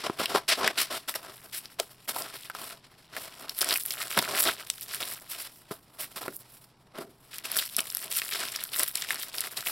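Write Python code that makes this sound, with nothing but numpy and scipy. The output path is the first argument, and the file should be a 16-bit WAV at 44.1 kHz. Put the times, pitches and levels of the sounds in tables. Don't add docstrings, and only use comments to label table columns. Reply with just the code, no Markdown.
import sys
import numpy as np
from scipy import signal
from scipy.io import wavfile
from scipy.ndimage import uniform_filter1d

SR = 44100
rng = np.random.default_rng(int(sys.argv[2]) if len(sys.argv) > 2 else 0)


def master(y):
    cut = np.clip(np.atleast_2d(y).T, -1, 1)
    pcm = np.round(cut * 32767)
    wavfile.write(sys.argv[1], SR, pcm.astype(np.int16))


N = 428211


def gain_of(db):
    return 10 ** (np.asarray(db) / 20)


def evened(x):
    return x / np.sqrt(np.mean(x ** 2) + 1e-20)


def curves(rows):
    s, *columns = np.transpose(rows)
    return [np.interp(np.arange(N) / SR, s, column) for column in columns]


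def band(x, hz, kind):
    return signal.sosfiltfilt(signal.butter(2, hz, kind, fs=SR, output="sos"), x)


def coloured(x, points):
    f, db = np.transpose(points)
    hz = abs(np.fft.fftfreq(8192, 1 / SR))
    log_gain = np.log(gain_of(np.interp(np.log(hz + 1), np.log(f + 1), db)))
    phase = -signal.hilbert(log_gain).imag
    taps = np.fft.ifft(np.exp(log_gain + 1j * phase)).real[:4096]
    return signal.oaconvolve(x, taps[None], axes=1)[:, :N]


def wander(ms):
    size = max(round(ms * SR / 1000), 2)
    once = uniform_filter1d(rng.standard_normal(N), size)
    return evened(uniform_filter1d(once, size))


def spread(x, db):
    return x * gain_of([db / 2, -db / 2]).reshape(2, -1)


def fold(hz, ring_ms, tone, noise):
    crack = noise * np.exp(-1000 * np.arange(len(noise)) / SR / ring_ms)
    ring = signal.lfilter(*signal.iirpeak(hz, 3, SR), crack)
    zero, pole = np.exp(-2 * np.pi * np.array([.2, 3]) * hz / SR)
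    unpitched = signal.lfilter([1, -zero], [1, -pole], crack)
    return tone * ring / np.linalg.norm(ring) + (1 - tone) * unpitched / np.linalg.norm(unpitched)


# pitch_hz [Hz], level_db [dB]
ENVELOPE_MODES = [(410, -2), (660, 1), (1060, -2), (1310, 2)]


def panel(x):
    modes = [gain_of(db) * signal.lfilter(*signal.iirpeak(hz, 9, SR), x) for hz, db in ENVELOPE_MODES]
    return x + sum(modes)


# start_s [s], length_s [s], effort_db [dB], paper_boom_db [dB re effort]
MOVES = [(0.029, 0.039, -35, 2), (0.183, 0.06, -32, -4), (0.287, 0.095, -38, -2.5),
         (0.341, 0.018, -27.5, 1), (0.478, 0.054, -21.5, -16.5), (0.569, 0.14, -40, 3.5),
         (0.627, 0.047, -29, -2.5), (0.771, 0.062, -27.5, -11.5), (0.899, 0.077, -37, 0),
         (1.076, 0.018, -31.5, -9), (1.147, 0.011, -33, -3), (1.175, 0.15, -54, 3),
         (1.52, 0.069, -40, -9.5), (1.785, 0.014, -34, -3), (2.073, 0.043, -37.5, -1),
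         (2.13, 0.084, -46.5, 2.5), (2.329, 0.031, -48, -0.5), (2.539, 0.19, -46, -6),
         (3.116, 0.17, -48.5, -3), (3.656, 0.086, -35.5, -3), (3.608, 0.01, -21.5, -6),
         (4.012, 0.069, -51, -12), (4.164, 0.03, -31, 6), (4.274, 0.24, -35.5, -3), (4.445, 0.051, -33, 5),
         (4.868, 0.14, -46, -15.5), (4.999, 0.029, -35, -4), (5.013, 0.13, -42, -14),
         (5.293, 0.18, -45, -13), (5.706, 0.014, -41.5, 5), (5.984, 0.077, -45.5, -8.5),
         (6.157, 0.029, -40, -5.5), (6.205, 0.057, -47.5, 4), (6.934, 0.087, -50, 5),
         (7.306, 0.082, -47.5, -24), (7.434, 0.24, -41.5, -12), (7.555, 0.066, -32, -16),
         (7.775, 0.021, -32.5, 0), (8.081, 0.57, -44, -12), (8.323, 0.051, -38, -6),
         (8.385, 0.068, -35.5, -5.5), (8.701, 0.18, -44.5, -10), (8.783, 0.056, -34, -7),
         (8.936, 0.11, -40.5, -13), (9.06, 0.23, -42.5, -8.5), (9.321, 0.16, -41.5, -9.5),
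         (9.556, 0.064, -40.5, -13), (9.653, 0.048, -36.5, -1.5)]
# start_s [s], effort_db [dB], film_fizz_db [dB re any effort]
HOLDING = [(0, -43.5, -6.5), (.44, -67, -8.5), (.75, -50, -8), (1.04, -62.5, -2.5), (1.3, -55.5, -3),
           (1.98, -64, 4), (2.3, -50.5, 1), (3.0, -63.5, -5.5), (3.3, -54, -2), (3.97, -46.5, 5),
           (4.2, -40, -1.5), (4.65, -52.5, 2.5), (5.24, -57.5, 3), (5.85, -68, 3), (6.25, -56, 4.5),
           (6.75, -70.5, -2.5), (7.28, -66, 1), (7.7, -49, 3), (9.71, -56.5, 1.5)]
HOLDING_BOOM_DB = -5.5
ATTACK_S, SWELL = 0.01, 0.041
SAG_DB = 2.5
RELEASE_DB_PER_S, SETTLE_DB, SETTLE_DB_PER_S = 2191, -9, 278


def effort():
    rest_db, film_db = curves(HOLDING)
    creases = gain_of(2 * rest_db)
    paper = gain_of(2 * (rest_db + HOLDING_BOOM_DB))
    for start, length, db, move_boom_db in MOVES:
        first = round(start * SR)
        t = np.arange(0, length + .3, 1 / SR)[:N - first]
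        after = np.maximum(t - length, 0)
        settling = (after > 0) * gain_of(SETTLE_DB - SETTLE_DB_PER_S * after)
        release = gain_of(-RELEASE_DB_PER_S * after) + settling
        rise = np.minimum(t / (ATTACK_S + SWELL * length), 1)
        sag = SAG_DB * (np.minimum(t / length, 1) - .5)
        shape = rise * gain_of(db - sag) * release
        creases[first:][:len(t)] += shape ** 2
        paper[first:][:len(t)] += (gain_of(move_boom_db) * shape) ** 2
    effort_db = 10 * np.log10(creases)
    return effort_db, 10 * np.log10(paper / creases), film_db, effort_db - rest_db


def rub(effort_db):
    both, left, right = rng.standard_normal((3, N))
    hiss = both + .25 * np.array([left, right])
    slow_flutter_db = np.clip(-.12 * (effort_db + 28), 0, 3)
    return evened(hiss * gain_of(2.46 * wander(ms=5.5) + slow_flutter_db * wander(ms=21.6)))


def crackle(per_s, size_db, count):
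    rate = per_s * gain_of(6.6 * wander(ms=25))
    happens = rng.random(N) < rate / SR
    sizes = gain_of(size_db * np.minimum(rng.exponential(1, N), 3.2)) * happens
    which, out = rng.integers(0, count, N), np.zeros((2, N))
    for k, hz in enumerate(np.geomspace(1500, 14500, count)):
        grain = fold(hz, rng.uniform(.15, .9), .6, rng.standard_normal(400))
        buckles = signal.oaconvolve(sizes * (which == k), grain)[:N]
        out += spread(buckles, 2 * rng.standard_normal())
    return evened(out)


# frequency_hz [Hz], level_db [dB per Hz]
SHEET = [(59, -68), (100, 2.5), (271, 3.5), (500, 0.5), (659, 3), (797, 1.5), (5500, 1), (6400, -10),
         (7400, -3.5), (11500, 0), (15800, -8.5)]
# start_s [s], end_s [s]
WRAP_IN_HAND = [(3.48, 5.2), (7.3, 9.8)]
PAPER_HZ, FILM_HZ, FIZZ_HZ = 1300, 6500, 11000


def sheets():
    effort_db, paper_db, film_db, over_db = effort()
    paper_db = paper_db + 3.3 * wander(ms=78)
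    film_db = film_db + 3.3 * wander(ms=51)

    snappy = np.clip(0.5 + 0.025 * film_db, 0, 1) * np.clip((effort_db + 70) / 16, 0, 1)
    wrap = sum((np.arange(N) > a * SR) & (np.arange(N) < b * SR) for a, b in WRAP_IN_HAND)
    snappy = snappy * np.where(wrap, 1, gain_of(-3 - .6 * over_db))
    rubbing = np.sqrt(1 - snappy) * rub(effort_db)
    buckling = np.sqrt(snappy) * crackle(230, 3.0, count=24)
    motion = coloured(rubbing + buckling, SHEET)

    low = band(band(motion, PAPER_HZ, "low"), 225, "high")
    high = band(motion, FILM_HZ, "high")
    creases = evened(band(motion - low - high, 550, "high"))
    boom = gain_of(paper_db) * evened(panel(low))
    film = evened(high)
    film = film + (gain_of(0.61 * film_db) - 1) * band(film, FIZZ_HZ, "high")
    fizz = gain_of(film_db) * film
    rumble = evened(band(band(rng.standard_normal(N), 180, "low"), 55, "high")) * gain_of(paper_db - 23)
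    return gain_of(effort_db) * (creases + boom + fizz + rumble)


# frequency_hz [Hz], level_db [dB per Hz]
ROOM_AIR = [(25, -13.5), (91, -13.5), (126, -8), (371, -15.5), (437, -15.5), (513, -21), (905, -17),
            (6500, -55), (15800, -52)]
ROOM_AIR_DB = -63
HUM_HZ, HUM_DB = 123.2, -72


def background():
    both, left, right = rng.standard_normal((3, N))
    air = evened(coloured(both + .12 * np.array([left, right]), ROOM_AIR))
    hum_hz = HUM_HZ + 1.92 * wander(ms=50)
    hum = np.sqrt(2) * np.sin(2 * np.pi * np.cumsum(hum_hz) / SR)
    return gain_of(ROOM_AIR_DB) * air + gain_of(HUM_DB + 4.7 * wander(ms=12)) * hum


# start_s [s], level_db [dB], pitch_hz [Hz], puff_decay_ms [ms]
KNOCKS = [(0.098, -23.5, 330, 2.1), (0.35, -20.5, 590, 5.9), (1.798, -24.5, 564, 11),
          (4.171, -27.5, 228, 28), (5.711, -31, 324, 12), (6.28, -35, 375, 29), (6.986, -36, 356, 57)]


def knocks():
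    out, t = np.zeros(N + SR), np.arange(8000) / SR
    for (s, db, hz, ring_ms), noise in zip(KNOCKS, rng.standard_normal((len(KNOCKS), len(t)))):
        puff = evened(band(band(noise, 1.27 * hz, "low"), hz / 2, "high")) * np.exp(-1000 * t / ring_ms)
        swing = np.sin(2 * np.pi * hz * t) * np.exp(-t * hz * 0.61)
        tap = evened(band(noise, 4 * hz, "low")) * np.exp(-t / .003)
        onset = 1 - np.exp(-t / 0.00008)
        push = (swing + 0.5 * tap + 0.46 * puff) * onset
        rumble_cut = signal.butter(2, 0.45 * hz, "high", fs=SR, output="sos")
        out[round(s * SR):][:len(t)] += gain_of(db) * signal.sosfilt(rumble_cut, push)
    return panel(out[:N])


# start_s [s], strength_db [dB], pitch_hz [Hz]
SNAPS = [(0.2576, -2, 2950), (0.372, -6.5, 850), (0.677, 4.5, 1900), (1.141, -13.5, 1680),
         (1.6567, -16.5, 5400), (1.7995, 1.5, 5770), (2.137, -23, 1510), (2.163, -8, 900),
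         (2.2212, -9, 5630), (2.4995, -9.5, 1440), (2.55, -13, 1360), (2.708, -19, 1390),
         (3.1664, -7.5, 1610), (3.495, -6.5, 4830), (3.589, -2.5, 10900), (3.608, -5, 9000),
         (3.6232, -12, 2570), (3.645, -3, 9750), (3.689, -2, 9000), (3.7085, -1, 4220), (3.7268, -1, 4280),
         (3.758, -3.5, 2470), (3.9069, -3, 5500), (4.176, 2.5, 1480), (4.1897, 4.5, 3500),
         (4.486, -4.5, 1710), (4.7008, 3, 7400), (4.947, -6, 9600), (6.281, -10, 1400), (6.986, -17, 1880),
         (7.384, -10, 10600), (7.517, -3, 12600), (7.578, -12, 11100), (7.766, 3, 11400),
         (7.792, -2.5, 3050), (7.8051, -1, 9700), (7.902, -10, 6900), (7.949, -1.5, 12000),
         (7.97, -2.5, 12000), (8.115, -6, 8300), (8.125, -7, 9200), (8.2181, -6.5, 2520),
         (8.291, -16, 2590), (8.323, -11, 2720), (8.453, -13, 3180), (8.561, -4, 5700),
         (8.638, -3.5, 11000), (8.789, -5.5, 9700), (8.808, -7, 8080), (8.8331, 3, 10500),
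         (8.9554, 0.5, 8600), (8.973, -7, 10200), (9.022, -5.5, 7340), (9.1066, -1.5, 1880),
         (9.383, -5, 5600), (9.407, -0.5, 10100), (9.575, -9, 4370)]


def snaps():
    out = np.zeros((1, N + SR))
    for (s, db, hz), noise in zip(SNAPS, rng.standard_normal((len(SNAPS), 2, 900))):
        crack = fold(hz, 0.35, .45, noise[0])
        settling = fold(hz, 1 + 6000 / hz, 0.8, noise[1])
        buckle = crack + 0.6 * settling
        out[0, round(s * SR):][:len(buckle)] += gain_of(db) * buckle / np.linalg.norm(buckle)
    colour = coloured(np.eye(1, N), SHEET)
    return coloured(out, SHEET) / np.linalg.norm(colour)


def room(x, t60):
    t = np.arange(round(.3 * SR)) / SR
    signs = rng.choice([-1., 1.], (2, len(t)))
    present = (rng.random((2, len(t))) < .06) * (t > .002)
    taps = signs * present * gain_of(-60 * t / t60)
    taps = taps[0] + band(taps, 570, "high")
    return signal.oaconvolve(x.mean(0)[None], taps / np.linalg.norm(taps[0]), axes=1)[:, :N]


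# start_s [s], left_minus_right_db [dB]
PLACE = [(0.5, 1.2), (5.4, 0), (6.3, -2), (7.4, 0.8)]


def scene():
    near = sheets() + snaps() + knocks()
    bass = band(near, 770, "low")
    middle = bass.mean(0)
    shared_bass = middle + .65 * (bass - middle)
    near = shared_bass + spread(near - bass, *curves(PLACE))
    return near + gain_of(-14) * room(near, t60=.13) + background()


TREBLE_END_HZ, EDGE_HZ = 15950, 16930


def record(dry):
    shelf = signal.firwin(301, TREBLE_END_HZ, window=("kaiser", 7), fs=SR)
    below = signal.oaconvolve(dry, shelf[None], "same")
    shelved = below + gain_of(-38) * (dry - below)
    edge = signal.firwin(801, EDGE_HZ, window=("kaiser", 10), fs=SR)
    return signal.oaconvolve(shelved, edge[None], "same")


dry = scene()
out = record(dry)
master(out)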